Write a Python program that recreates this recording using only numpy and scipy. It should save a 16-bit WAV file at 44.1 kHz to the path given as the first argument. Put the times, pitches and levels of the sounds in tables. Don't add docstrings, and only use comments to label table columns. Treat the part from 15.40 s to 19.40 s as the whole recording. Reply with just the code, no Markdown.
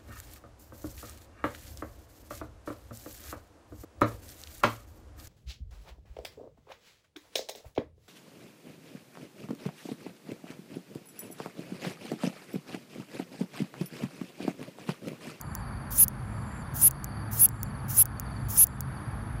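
import sys
import numpy as np
from scipy import signal
from scipy.fft import irfft
from scipy.io import wavfile
from scipy.ndimage import uniform_filter1d, map_coordinates

SR = 44100
rng = np.random.default_rng(int(sys.argv[2]) if len(sys.argv) > 2 else 0)


def wav_out(sig):
    wavfile.write(sys.argv[1], SR, np.round(np.clip(np.atleast_2d(sig).T, -1, 1) * 32767).astype(np.int16))


def boost_factor(decibels):
    exponent = np.asarray(decibels, float) / 20
    return 10 ** exponent


N = 176400

# first stroke [s], start of swell [s], last firm stroke [s], stroke rate [1/s].
PHRASES = [
    (.505, .5808, .6381, 346.6),
    (1.344, 1.4164, 1.4794, 346.9),
    (1.912, 1.996, 2.0567, 343.9),
    (2.482, 2.5688, 2.6241, 341.3),
    (3.086, 3.1759, 3.2399, 341.8),
]
# time after the first stroke [s], peak level [dB].
OPENING_LEVELS = [(0, -37), (.008, -35), (.021, -27), (.034, -30)]
# time from the swell [s], peak level [dB].
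SWELL_LEVELS = [(-.032, -29), (-.018, -25), (-.004, -22), (0, -14), (.011, -9), (.02, -4)]
# time after the last firm stroke [s], peak level [dB].
DYING_STROKES = [(.0033, -23), (.0062, -29), (.009, -36)]
# time from the swell [s], tooth rate [Hz], firmness [0-1].
PRESSURE = [(-.03, 6000, .02), (-.003, 6800, .4), (.008, 9200, .8), (.019, 10550, 1)]
# frequency [Hz], level in soft strokes [dB], in firm strokes [dB], in ticks [dB],
# T60 [s].
WING_MODES = [(3704, -32.5, -10.5, -49, 0.0036), (7130, -24, -23.5, -9.5, 0.00064),
              (8240, -13.5, -5, -4.5, 0.0018), (11520, -3.5, 10.5, -6, .001),
              (12550, -22, -12.5, -5, 0.0021), (13930, 25, 22.5, -8, 0.00071),
              (14600, -1.5, 15, -6.5, 0.0024)]
MODE_SIGNS = [1, -1, 1, -1, 1, -1, 1]
# time [s], peak level [dB].
TICKS = [(0.0123, -21.5), (0.1509, -18.5), (0.6813, -10), (1.3382, -37), (1.51, -18), (1.6433, -18),
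         (2.0878, -18), (2.2309, -13.5), (2.6554, -17), (2.7973, -17.5), (3.269, -19.5), (3.4064, -15.5),
         (3.9294, -56)]
# start [s], end [s], final level [dB].
TRILLS = [
    (-.15, .206, -54.5),
    (0.84, 1.214, -51),
    (1.913, 2.286, -51.5),
    (2.924, 3.36, -54.5),
]
# start of one chirp [s], period [s], top pitch [Hz], fall [Hz], length [s], level [dB].
CHIRPERS = [
    (.946, .05004, 4830, 480, .038, -63),
    (2.238, .047, 4780, 480, .034, -63),
]
# time [s], gain of the first [dB], of the second [dB].
AIR_CARRY = [(0, 6.5, -8), (.3, 9, 4), (.75, -2, 1), (1.05, 5.5, -10), (1.4, -2, 8), (1.8, 11.5, -1),
             (2.3, -22, 9), (2.7, 4, -4), (2.9, 3.5, 13), (3.3, 5, -17), (3.55, 4.5, 4), (4, -1, -8)]
# frequency [Hz], level [dB].
RUMBLE_SPECTRUM = [(28, -34), (45, 0), (120, -2.5), (250, -11), (430, -24.5), (980, -16), (1600, -21),
                   (2800, -40)]
# frequency [Hz], width [Hz], level
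# [dB].
HUMS = [(56.8, 7, -46.5), (105.47, 2, -42.5), (131.35, 3.9, -43.5), (205, 12.2, -48), (3537, 330, -72)]
# frequency [Hz], level [dB].
AIR_SPECTRUM = [(3000, 14), (3400, -6), (4000, -30), (6500, -1), (7800, -28), (12500, -24), (15000, -17),
                (16500, -26)]


def phrase(first, swell, last, rate):
    fresh_share, faster_soft_strokes, stroke_spread_db = .35, 1.018, .8
    near_db, push_db, push_s = -2, 3.5, .066
    soft_length_s, firm_length_s = .0017, .0005
    soft_jitter, firm_jitter = .3, .035

    draws = rng.standard_normal((64, 40))
    draws = fresh_share * draws + 3 * (1 - fresh_share) * uniform_filter1d(draws, size=9, axis=0)

    back = np.arange(61) / rate
    firm_part = last - swell
    back = np.where(back > firm_part, firm_part + (back - firm_part) / faster_soft_strokes, back)
    s = np.r_[last + np.array(DYING_STROKES)[:, 0], last - back]

    since = np.where(s > last, -1, s - swell)
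    t, teeth_hz, firm = np.transpose(PRESSURE)
    teeth_hz = np.interp(since, t, teeth_hz)
    firm = np.clip(np.interp(since, t, firm), 0, 1)

    shape = [(first + t, db) for t, db in OPENING_LEVELS]
    shape += [(swell + t, db) for t, db in SWELL_LEVELS]
    shape += [(last, -4)]
    shape += [(last + t, db) for t, db in DYING_STROKES]
    level_db = np.interp(s, *np.transpose(shape)) + stroke_spread_db * draws[:, -1]
    level_db = np.where(s < first - .001, -140, level_db)
    level_db = level_db + near_db + push_db * np.clip((s - swell) / push_s, 0, 1)

    soft = 1 - firm
    starts = s + .000006 * (1 + 4 * soft) * draws[:, -2] - soft * soft_length_s / 2
    length_s = soft_length_s + firm * (firm_length_s - soft_length_s)
    jitter = soft_jitter + firm * (firm_jitter - soft_jitter)
    soft_db, firm_db = np.array(WING_MODES)[:, 1], np.array(WING_MODES)[:, 2]
    modes_db = soft_db + firm[:, None] * (firm_db - soft_db)
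    return strokes(starts, level_db, teeth_hz, length_s, jitter, modes_db, draws)


def ticks():
    s, db = np.transpose(TICKS)
    one = np.ones(len(s))
    draws = rng.standard_normal((len(s), 40)) / 2
    modes_db = np.array(WING_MODES)[:, 3] * one[:, None]
    return strokes(s + .000445, db, 5500 * one, .0003 * one, one / 10, modes_db, draws)


def strokes(s, peak_db, teeth_hz, length_s, jitter, modes_db, draws):
    size, tooth = 512, np.arange(14)
    glide, tooth_spread_db, mode_spread_db = .16, 14, 2
    radiates_above_hz = 2600
    echo_s, echo = .000238, -.4
    w = 2 * np.pi * np.fft.rfftfreq(size, 1 / SR)

    at = (tooth * (1 - glide * tooth / 12) + jitter[:, None] * draws[:, :14]) / teeth_hz[:, None]
    weight = np.clip((length_s[:, None] - at) * teeth_hz[:, None], 0, 1)
    weight = weight * boost_factor(tooth_spread_db * jitter[:, None] * draws[:, 14:28])
    first = np.floor(s * SR).astype(int) - 32
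    lag = at + (s - first / SR)[:, None]
    teeth = np.einsum("sk,skw->sw", weight, np.exp(-1j * lag[..., None] * w))

    u = 1j * w / (2 * np.pi * radiates_above_hz)
    radiated = (u * u / (u * u + np.sqrt(2) * u + 1)) ** 2
    radiated = radiated * (1 + echo * np.exp(-1j * w * echo_s))

    hz, t60 = np.array(WING_MODES)[:, 0], np.array(WING_MODES)[:, -1]
    w0, fade = 2 * np.pi * hz[:, None], np.log(1000) / t60[:, None]
    modes = np.array(MODE_SIGNS)[:, None] * radiated * w0 / (w0 ** 2 + (fade + 1j * w) ** 2)
    gains = boost_factor(modes_db + mode_spread_db * draws[:, 28:28 + len(WING_MODES)])

    waves = irfft(teeth * (gains @ modes) * (w < 2 * np.pi * 19000), size)
    power = 2 * np.sum(waves ** 2, axis=1) / (length_s * SR)
    waves *= (boost_factor(peak_db) / np.sqrt(power))[:, None]
    out = np.zeros(N + size)
    np.add.at(out, first[:, None] + np.arange(size), waves)
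    return out[:N]


def scrape(near):
    rubbing = rms_one(band(rng.standard_normal(N), 1800, 7700))
    return boost_factor(-29.5) * uniform_filter1d(np.abs(near), size=24) * rubbing


def scatter(x, t60, low_hz):
    t = np.arange(6000) / SR
    tail = band(rng.standard_normal(6000), low_hz, 17000)
    tail = tail * boost_factor(-60 * t / t60) * (t > .0005)
    return signal.fftconvolve(x, tail / np.sqrt(np.sum(tail ** 2)))[:N]


def triller():
    tone_hz, rate_hz, slowing, glide = 7170, 188, .05, .055
    attack_s, t60_s, swell_db, octave_db = .0009, .008, 11, -20
    t, out = np.arange(N) / SR, np.zeros(N)
    for start, end, db in TRILLS:
        part = (t - start) / (end - start)
        rate = rate_hz * (1 - slowing * part) * (part < 1)
        cycle = -np.cumsum(rate[::-1])[::-1] / SR % 1
        age = cycle / rate_hz
        pulse = np.minimum(age / attack_s, 1) * boost_factor(-60 * np.maximum(age - .0015, 0) / t60_s)
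        phase = 2 * np.pi * np.cumsum(tone_hz * (1 + glide * (1 - 2 * cycle) + .0051 * drift(34))) / SR
        gain = boost_factor(db + 9.5 - swell_db * (2 - part) + 2 * drift(32)) * (part > 0) * (part < 1)
        out += gain * pulse * (np.sin(phase) + boost_factor(octave_db) * np.sin(2 * phase))
    return out


def chirpers():
    t, out = np.arange(N) / SR, 0
    s, *carry_db = np.transpose(AIR_CARRY)
    for (start, period, hz, fall, length, db), far_db in zip(CHIRPERS, carry_db):
        part = np.clip((t - start + .003 * drift(5.3)) % period / length, 0, 1)
        phase = 2 * np.pi * np.cumsum(hz - fall * part) / SR
        gain = boost_factor(db + 1 + np.interp(t, s, far_db) + 2 * drift(16))
        envelope = np.abs(np.sin(np.pi * part)) ** .5 * (part < 1)
        out = out + gain * envelope * np.sin(phase)
    return out


def chorus():
    throb_hz = 128 * (1 + .0194 * drift(2.4))
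    throb = 1 + .31 * np.sin(2 * np.pi * np.cumsum(throb_hz) / SR)
    hiss = rms_one(band(rng.standard_normal(N), 9430, 11330, order=5))
    return boost_factor(-60.5 + .62 * drift(2.42)) * throb * hiss


def rumble():
    out = boost_factor(-38) * band(banded_noise(RUMBLE_SPECTRUM, patchy_db=1.0), 20, 3700)
    for hz, width, db in HUMS:
        hum = rms_one(band(rng.standard_normal(N), hz - width / 2, hz + width / 2, order=1))
        out = out + boost_factor(db + 2 * drift(2)) * hum
    return out


def air():
    return boost_factor(-90.5) * banded_noise(AIR_SPECTRUM, patchy_db=-0.5)


def banded_noise(spectrum, patchy_db):
    hz, db = np.transpose(spectrum)
    edges = np.geomspace(20, 17000, 25)
    white, together = rng.standard_normal((2, N)), drift(2.5)
    out = 0
    for k, (low, high) in enumerate(zip(edges, edges[1:])):
        level_db = np.interp(np.log(low * high) / 2, np.log(hz), db, left=-90, right=-90)
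        flicker_db = patchy_db * (.2 * together + drift(9))
        out = out + boost_factor(level_db + flicker_db) * band(white[k % 2], low, high)
    return rms_one(out)


def band(x, low_hz, high_hz, order=2):
    return signal.sosfilt(signal.butter(order, [low_hz, high_hz], "band", fs=SR, output="sos"), x)


def drift(rate_hz):
    knots = rng.standard_normal(400)
    return map_coordinates(knots, [np.arange(N) / SR * 2 * rate_hz], order=3, mode="wrap")


def rms_one(x):
    return x / np.sqrt(np.mean(x ** 2) + 1e-20)


def scene():
    near = sum(phrase(*row) for row in PHRASES) + ticks()
    near = near + scrape(near)
    near = near + boost_factor(-14) * scatter(near, t60=.014, low_hz=3500)
    callers = triller() + chirpers()
    field_share = .55
    callers = (1 - field_share) * callers + field_share * scatter(callers, t60=.07, low_hz=2600)
    return (near + callers + chorus() + rumble() + air())[None]


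def top_cut(x):
    return signal.sosfilt(signal.butter(12, 17130, fs=SR, output="sos"), x)


def record(dry):
    duck_above_db, duck_share, attack_s, recover_db_per_s = -16.5, .96, .032, 13
    level_db = 10 * np.log10(uniform_filter1d(dry[0] ** 2, size=256) + 1e-12)
    level_db[0] = -14.5
    recovery_db = recover_db_per_s * np.arange(N) / SR
    held_db = np.maximum.accumulate(level_db + recovery_db) - recovery_db
    cut_db = duck_share * np.maximum(held_db - duck_above_db, 0)
    r = np.exp(-1 / (attack_s * SR))
    cut_db = signal.lfilter([1 - r], [1, -r], cut_db, zi=[r * cut_db[0]])[0]
    x = dry * boost_factor(-cut_db)
    x = signal.sosfilt(signal.ellip(8, .5, 45, 15750, fs=SR, output="sos"), x)
    x = signal.sosfilt(signal.butter(2, 35, "high", fs=SR, output="sos"), x)
    return top_cut(x)


dry = scene()
out = record(dry)
wav_out(out)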